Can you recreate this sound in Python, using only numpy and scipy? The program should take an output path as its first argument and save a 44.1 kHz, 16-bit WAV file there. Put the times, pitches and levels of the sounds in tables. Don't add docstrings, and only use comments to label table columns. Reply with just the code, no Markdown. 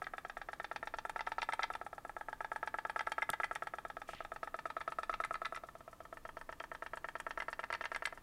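import sys
import numpy as np
from scipy import signal
from scipy.fft import rfft, irfft
from scipy.io import wavfile

SR = 44100
rng = np.random.default_rng(int(sys.argv[2]) if len(sys.argv) > 2 else 0)


def log_audio(samples):
    frames = np.atleast_2d(samples).T
    limited = np.clip(frames, -1, 1)
    pcm = np.round(limited * 32767).astype(np.int16)
    wavfile.write(sys.argv[1], SR, pcm)


def level_to_linear(level):
    exponent = np.asarray(level, float) / 20
    return 10 ** exponent


N = 362502
RING = np.arange(4096) / SR

# f/Hz, level per Hz/dB
ROOM_COLOUR = [(12, -90), (20, 3), (37, -12.5), (108, -17), (205, -21.5), (279, -17.5), (437, -24),
               (1100, -25), (1200, -19.5), (1380, -33), (2560, -37), (5600, -41.5), (6090, -40.5),
               (14900, -42.5), (16300, -47)]
# f/Hz, rms level/dB
HUM = [(152, -79), (263, -83)]
ROOM_DB = -61

# foil snaps out t/s, level/dB, snaps back after/s
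SURGE_1 = [(.0189, -38.5, .0486), (.136, -40, .0446), (.249, -40.5, .048), (.3691, -40.5, .0459),
           (.4871, -40, .0439), (.599, -38.5, .0445), (.7133, -38, .0467), (.8281, -38.5, .0441),
           (.939, -37.5, .0461), (1.0509, -37, .0441), (1.1601, -36, .0466), (1.2717, -35, .0466),
           (1.3821, -34, .0455), (1.4886, -33, .045), (1.5929, -33, .0462), (1.7016, -37, .0496),
           (1.8133, -40.5, .0507)]
SURGE_2 = [(1.9295, -43, .0505), (2.0495, -42, .0445), (2.1654, -39.5, .045), (2.2847, -39, .0438),
           (2.4059, -37, .0396), (2.5168, -35.5, .0429), (2.6288, -35, .0452), (2.7416, -35, .0439),
           (2.8506, -35, .0457), (2.9605, -33.5, .0465), (3.0709, -33.5, .0473), (3.1809, -33, .044),
           (3.2913, -33, .0435), (3.4, -33.5, .041), (3.5111, -35.5, .0464), (3.622, -36.5, .0483),
           (3.7367, -38.5, .0474), (3.8502, -39.5, .0498)]
SURGE_3 = [(3.9678, -40.5, .049), (4.0894, -41, .0436), (4.2045, -40, .0439), (4.3183, -39.5, .0422),
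           (4.43, -37, .0437), (4.5422, -37, .0465), (4.6551, -36, .0463), (4.7663, -35.5, .0455),
           (4.877, -34.5, .0435), (4.9857, -33.5, .0459), (5.0949, -32.3, .044), (5.2013, -33, .0453),
           (5.3083, -35, .0455), (5.4172, -37.1, .045), (5.5234, -39.5, .049), (5.636, -44, .0509),
           (5.752, -47.5, .0537)]
SURGE_4 = [(5.8776, -47, .0514), (6.0037, -46.5, .048), (6.1264, -44, .0442), (6.2513, -42.5, .0389),
           (6.369, -42.5, .0433), (6.4912, -42, .0343), (6.6028, -41, .0359), (6.7157, -41, .0331),
           (6.8227, -39.5, .0398), (6.9341, -39, .0374), (7.0436, -38.5, .0425), (7.1533, -38.5, .0465),
           (7.2657, -37, .0416), (7.375, -37, .046), (7.4827, -37, .0458), (7.5921, -37.5, .0465),
           (7.7022, -37.5, .0464), (7.8096, -38, .0448), (7.9169, -38, .0438), (8.0223, -39, .0496),
           (8.1251, -44.5, .0495)]
STROKES = SURGE_1 + SURGE_2 + SURGE_3 + SURGE_4
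# t/s, level/dB, foil over cabin ring/dB, treble/dB
CREASES = [(0.0421, -53.5, 1.5, -1), (1.1918, -39.5, -12, -12.5), (1.2658, -47, -11, -7),
           (1.4182, -40, -13, -0.5), (1.523, -39, -6, -10), (1.623, -41, -11, -26), (1.631, -35.5, -8, -3),
           (1.736, -50, -17, -2), (2.992, -36, -14, -8), (3.067, -48, 5, -10), (3.2204, -33, 12, -27),
           (3.332, -38, 11, -12), (3.4339, -33.5, -5, -36), (3.5513, -54, -2, 1), (4.806, -43.5, -18, -21),
           (5.1275, -42.5, -19, -22), (5.2375, -36.5, -8, -10), (5.3415, -39, -20, -12),
           (5.449, -41.5, -6, -16), (5.4542, -38, -15, -5.5), (5.547, -46, -7, -5.5),
           (5.5609, -43, -18, -8), (6.5998, -64.5, -5, 14.5), (7.4014, -37.5, -7.5, -12),
           (7.6312, -47, -13, -20), (7.7263, -36, -10, -11.5), (7.738, -42.5, -16, -2),
           (7.8397, -40.5, -10, -15), (7.9471, -39.5, -4, -10.5), (8.0541, -34, 4, -6)]

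# f/Hz, level/dB, time to fall 60 dB/s
HULL = [(695, 4.5, 0.03), (391, -15.5, 0.082), (549.4, -7.5, 0.029)]
DECK = [(810, 1, 0.028)]
CABIN = [(1278, 11, 0.024), (1140, -5.5, 0.039), (1400, -41, 0.034)]
FOIL_LOW = [(1648.5, 20, 0.021), (1440, -12, 0.075)]
FOIL_EDGE = [(1750, 37, 0.038), (1910, -1, 0.038), (1900, -57, 0.0067)]
FOIL_CREASED = [(2035, 2.5, 0.042), (1694, -5.5, 0.027), (2200, -10, 0.0073)]
# f/Hz, level/dB, time to fall 60 dB/s
TREBLE = [(2430, 3.5, 0.013), (2640, 4, 0.0092), (3200, -2, 0.016), (3550, 0.5, 0.011), (3870, -2, 0.0069),
          (4396, -1.5, 0.011), (5496, -1.5, 0.0072)]
# f/Hz, level/dB, time to fall 60 dB/s
KNOCK = [(1521, 0, 0.014)]
SWELL_S, CABIN_SWELL_S = 0.00024, 0.00076

# t/s, hull f/Hz, deck f/Hz,
# cabin f/Hz, cancelled f/Hz
PITCH = [(0, 723, 780, 1306, 1000), (.9, 686, 863, 1360, 1074), (1.4, 780, 894, 1320, 1040),
         (1.62, 776, 906, 1320, 996), (1.85, 700, 820, 1320, 1020), (2.4, 716, 878, 1316, 1010),
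         (3.5, 706, 866, 1333, 1000), (4.2, 680, 816, 1284, 1000), (4.6, 675, 904, 1290, 1040),
         (5.5, 680, 850, 1305, 840), (5.9, 670, 876, 1303, 828), (8.2, 693, 874, 1360, 855)]
# t/s, foil edge f/Hz, brightest rattle f/Hz
EDGE_HZ = [(0, 1850, 3430), (.8, 1790, 3580), (1.1, 1720, 3520), (2, 1750, 3550), (2.6, 1900, 3370),
           (3.7, 1830, 3380), (4.5, 1760, 3510), (5.5, 1745, 3740), (5.9, 1774, 3060), (8.2, 1800, 2870)]
# t/s, deck/dB, foil/dB, foil edge/dB, suction level under the pop/dB
TURN = [(0, -28, -4, -10, -1.5), (.35, -8.5, -2, -2.5, -2), (1, -4, -7, -3.5, -1.5),
        (1.5, -3, -10.5, -7, -2.5), (1.95, -8, -6, -29, -1), (2.3, 0.5, -2, -38, -1),
        (2.9, -4, -3, -22, -2), (3.4, -7, -5, -10, -2.5), (3.9, -10.5, -5.5, -13, -3),
        (4.4, -12.5, -8.5, -11, -4.5), (5, -20, -14, -14.5, -6), (5.9, -27, -13.5, -19, -3.5),
        (6.3, -2, -7, -2, -3.5), (6.9, -1, -3.5, -3.5, -3.5), (7.5, -0.5, -4.5, -1.5, -3.5),
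        (7.9, 0.5, -1.5, 1.5, 1), (8.2, 0, -7.5, 3, -7)]

# hull/dB, deck/dB, foil/dB, edge/dB, treble/dB, hiss/dB
OUT_DB = (-4, 0.8, -0.8, -5.2, -19, -36)
# hull/dB, deck/dB, foil/dB, edge/dB, treble/dB, hiss/dB
BACK_DB = (-12, 6.5, 7, -3.5, -9.5, -32)
BACK_SEES = (0.5, 1.9, 0.36)
HULL_PER_DB, TREBLE_PER_DB, TREBLE_PER_EDGE, USUAL_DB = -0.72, 0.52, 0.25, -35.5
BACK_HULL_PER_DECK = -0.053

# t/s, peak level/dB, time to fall 60 dB/s
SPITS = [(1.095, -45, 0.025), (1.5346, -40, 0.021), (1.7299, -55, 0.022), (3.1198, -40.5, 0.017),
         (3.314, -51, 0.033), (3.531, -54, 0.017), (3.5522, -39.5, 0.016), (3.6715, -54, 0.022),
         (4.338, -56, 0.036), (5.248, -40, 0.023), (5.335, -49.5, 0.03), (5.5532, -49, 0.073),
         (6.9564, -51.5, 0.034), (7.201, -41, 0.018), (7.5025, -51.5, 0.052), (7.725, -46, 0.034),
         (7.8491, -50.5, 0.013), (7.9602, -44.5, 0.028), (8.0583, -35, 0.014)]

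# t/s, peak level/dB, centre f/Hz, thump level/dB
TICKS = [
    (3.3018, -23, 8600, -35),
    (4.1494, -41, 3140, -42),
]
# f/Hz, level/dB, time to fall 60 dB/s
CASE = [(8960, 5.5, 0.0033), (11900, 5.5, 0.0022), (3540, 1, 0.0051), (4900, -13.5, 0.011)]


def unit(x):
    return x * np.sqrt(SR / 100 / np.sum(x ** 2))


def band(x, lo_hz, hi_hz):
    return signal.sosfilt(signal.butter(2, [lo_hz, hi_hz], "band", fs=SR, output="sos"), x)


def notch(x, hz, width_hz):
    return signal.lfilter(*signal.iirnotch(hz, hz / width_hz, SR), x)


def add(out, s, sound):
    k = int(s * SR)
    out[k:k + len(sound)] += sound[:N - k]


def at_time(table, s):
    times, *columns = np.transpose(table)
    return np.array([np.interp(s, times, c) for c in columns])


def fade(t, t60):
    return np.exp(-np.log(1000) * t / t60)


def ring(modes, scatter, hz=None, swell_s=SWELL_S):
    f, db, t60 = np.transpose(modes)[:, :, None]
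    pitch_chance, level_chance = rng.standard_normal((2, len(modes), 1))
    f = f * (hz or f[0]) / f[0]
    f = f * (1 + 0.0059 * scatter * pitch_chance)
    shape = (1 - np.exp(-RING / swell_s)) ** 2 * fade(RING, t60)
    tones = level_to_linear(db + scatter * level_chance) * shape * np.sin(2 * np.pi * f * RING)
    return unit(np.sum(tones, axis=0))


def burst(lo_hz, hi_hz, t60, rise_s):
    shape = (1 - np.exp(-RING / rise_s)) * fade(RING, t60)
    return band(rng.standard_normal(len(RING)), lo_hz, hi_hz) * shape


def room():
    hz = np.fft.rfftfreq(N, 1 / SR) + 1
    corner_hz, corner_db = np.transpose(ROOM_COLOUR)
    colour = level_to_linear(np.interp(np.log(hz), np.log(corner_hz), corner_db))
    air = irfft(rfft(rng.standard_normal(N)) * colour, N)
    t = np.arange(N) / SR
    hum = sum(level_to_linear(db) * np.sqrt(2) * np.sin(2 * np.pi * f * t) for f, db in HUM)
    return level_to_linear(ROOM_DB) * air / np.std(air) + hum


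def boat_body(s, parts_db, scatter, knock_db, creased):
    hull_hz, deck_hz, cabin_hz, cancelled_hz = at_time(PITCH, s)
    hull, deck, foil, edge = level_to_linear(parts_db)
    body = hull * ring(HULL, scatter, hull_hz) + deck * ring(DECK, scatter, deck_hz)
    body = body + ring(CABIN, scatter, cabin_hz, CABIN_SWELL_S)
    body = body + foil * ring(FOIL_LOW, scatter)
    if creased:
        body = body + edge * ring(FOIL_CREASED, scatter)
    else:
        body = body + edge * ring(FOIL_EDGE, scatter, at_time(EDGE_HZ, s)[0])
    body = unit(band(body, 367, 3480)) + level_to_linear(knock_db) * ring(KNOCK, scatter)
    body = unit(body)
    depth = np.clip(1.58 + at_time(TURN, s)[1] / 11.0, 0, 1)
    return unit(body + depth * (notch(body, cancelled_hz, width_hz=204) - body))


def foil_rattle(s, crumple_s):
    t = RING[:1024]
    kinks = rng.standard_normal(1024) ** 3 * np.exp(-t / crumple_s)
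    kinks[0] += 16
    rattle = unit(np.convolve(ring(TREBLE, scatter=0.82, swell_s=0.00015)[:1024], kinks))
    bright_hz = at_time(EDGE_HZ, s)[1]
    rattle = unit(rattle + level_to_linear(-1) * band(rattle, 0.91 * bright_hz, 1.143 * bright_hz))
    return np.pad(rattle, (0, len(RING) - len(rattle)))


def snap(s, db, parts_db, treble_db, hiss_db, scatter, crumple_s, knock_db, creased=False):
    body = boat_body(s, parts_db, scatter, knock_db, creased)
    rattle = foil_rattle(s, crumple_s)
    hiss = unit(burst(7660, 10250, 0.061, rise_s=0.00033))
    return level_to_linear(db) * (body + level_to_linear(treble_db) * rattle + level_to_linear(hiss_db) * hiss)


def snap_change(hard, seen, share):
    return np.array([HULL_PER_DB * hard, *(np.array(share) * seen), TREBLE_PER_EDGE * seen[2], 0])


def boiler():
    out = np.zeros(N)
    for s, db, dwell_s in STROKES:
        *seen, suction_db = at_time(TURN, s)
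        seen = np.array(seen)
        hard = db - USUAL_DB

        chance = 2.5 * rng.standard_normal(6) * [0, 0, 0, 1, 1, 1]
        *parts_db, treble_db, hiss_db = OUT_DB + snap_change(hard, seen, 0.85) + chance
        pop = snap(s, db, parts_db, treble_db, hiss_db, scatter=0.29, crumple_s=0.01, knock_db=-13)
        add(out, s, -pop)

        chance = 1.6 * rng.standard_normal(6) * [0.74, 0, 0.17, 2.2, 1.5, 2.2]
        *parts_db, treble_db, hiss_db = BACK_DB + snap_change(hard, seen, BACK_SEES) + chance
        parts_db[0] += BACK_HULL_PER_DECK * seen[0]
        treble_db += TREBLE_PER_DB * hard
        back = snap(s, db + suction_db, parts_db, treble_db, hiss_db,
                    scatter=0.98, crumple_s=0.0044, knock_db=-7.0 + 0.13 * seen[2])
        add(out, s + dwell_s + SWELL_S, back)

    for s, db, foil_db, treble_db in CREASES:
        deck_db = 1.5 + 1.5 * at_time(TURN, s)[0]
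        parts_db = np.array([deck_db - 8.5, deck_db, foil_db + 6.5, foil_db + 10.7])
        crease = snap(s, db, parts_db, treble_db, hiss_db=-33,
                      scatter=2.7, crumple_s=0.0025, knock_db=-18, creased=True)
        add(out, s, crease)
    return out


def steam():
    out = np.zeros(N)
    for s, db, t60 in SPITS:
        fizz = burst(6750, 10200, t60, rise_s=0.00014)
        add(out, s, level_to_linear(db) * fizz / np.max(np.abs(fizz)))
    for s, db, _ in STROKES:
        late, size = rng.random(2)
        simmer_db = -69.5 + 0.34 * (db + 46) - 1.7 * size
        simmer = unit(burst(5000, 10600, 0.058, rise_s=0.0019))
        add(out, s + 0.003 + 0.033 * late, level_to_linear(simmer_db) * simmer)
    return out


def spray():
    out = np.zeros(N)
    for s, db, dwell_s in STROKES:
        spray_db = -65 + 1.05 * (db - USUAL_DB)
        droplets = unit(burst(1900, 3700, 0.13, rise_s=0.0039))
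        add(out, s + dwell_s - 0.008, level_to_linear(spray_db) * droplets)
    return out


def basin(x):
    t = np.arange(SR // 2) / SR
    near, far = rng.standard_normal((2, len(t))) * (1 - np.exp(-t / 0.0025))
    near = near * fade(t, 0.071)
    far = band(far, 170, 6600) * fade(t, 0.43)
    echo = level_to_linear(-13.5) * near / np.linalg.norm(near) + level_to_linear(-23.5) * far / np.linalg.norm(far)
    return signal.fftconvolve(x, echo)[:N]


def hand():
    out = np.zeros(N)
    for s, db, hz, thump_db in TICKS:
        crack = ring(CASE, 0, hz, swell_s=0.0001)
        thump = np.e * RING / 0.00071 * np.exp(-RING / 0.00053)
        add(out, s, level_to_linear(db) * crack / np.max(np.abs(crack)) + level_to_linear(thump_db) * thump)
    return out


def slide():
    start_s, long_s, level_db, bright_s = 4.075, 0.17, -63, 0.065
    t = np.clip(np.arange(N) / SR - start_s, 0, None)
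    shape = np.sin(np.pi * np.clip(t / long_s, 0, 1) ** 1.3)
    shape = shape + 0.5 * (t > 0) * (t < 0.04)
    bright = (1 - np.exp(-t / 0.004)) * np.exp(-(t / bright_s) ** 2)
    low, high = rng.standard_normal((2, N))
    return level_to_linear(level_db) * (7.1 * shape * band(low, 1800, 3180) + 1.85 * bright * band(high, 3500, 9500))


def scene():
    boat = boiler() + steam() + spray()
    in_sink = notch(boat + basin(boat), 450, width_hz=33)
    return (in_sink + hand() + slide() + room())[None, :]


def roll_off(x):
    return signal.sosfilt(signal.butter(12, 16410, fs=SR, output="sos"), x)


def record(dry):
    top_cut = signal.ellip(10, 0.2, 60, 15800, fs=SR, output="sos")
    mix = signal.sosfilt(top_cut, dry)
    return roll_off(mix)


dry = scene()
out = record(dry)
log_audio(out)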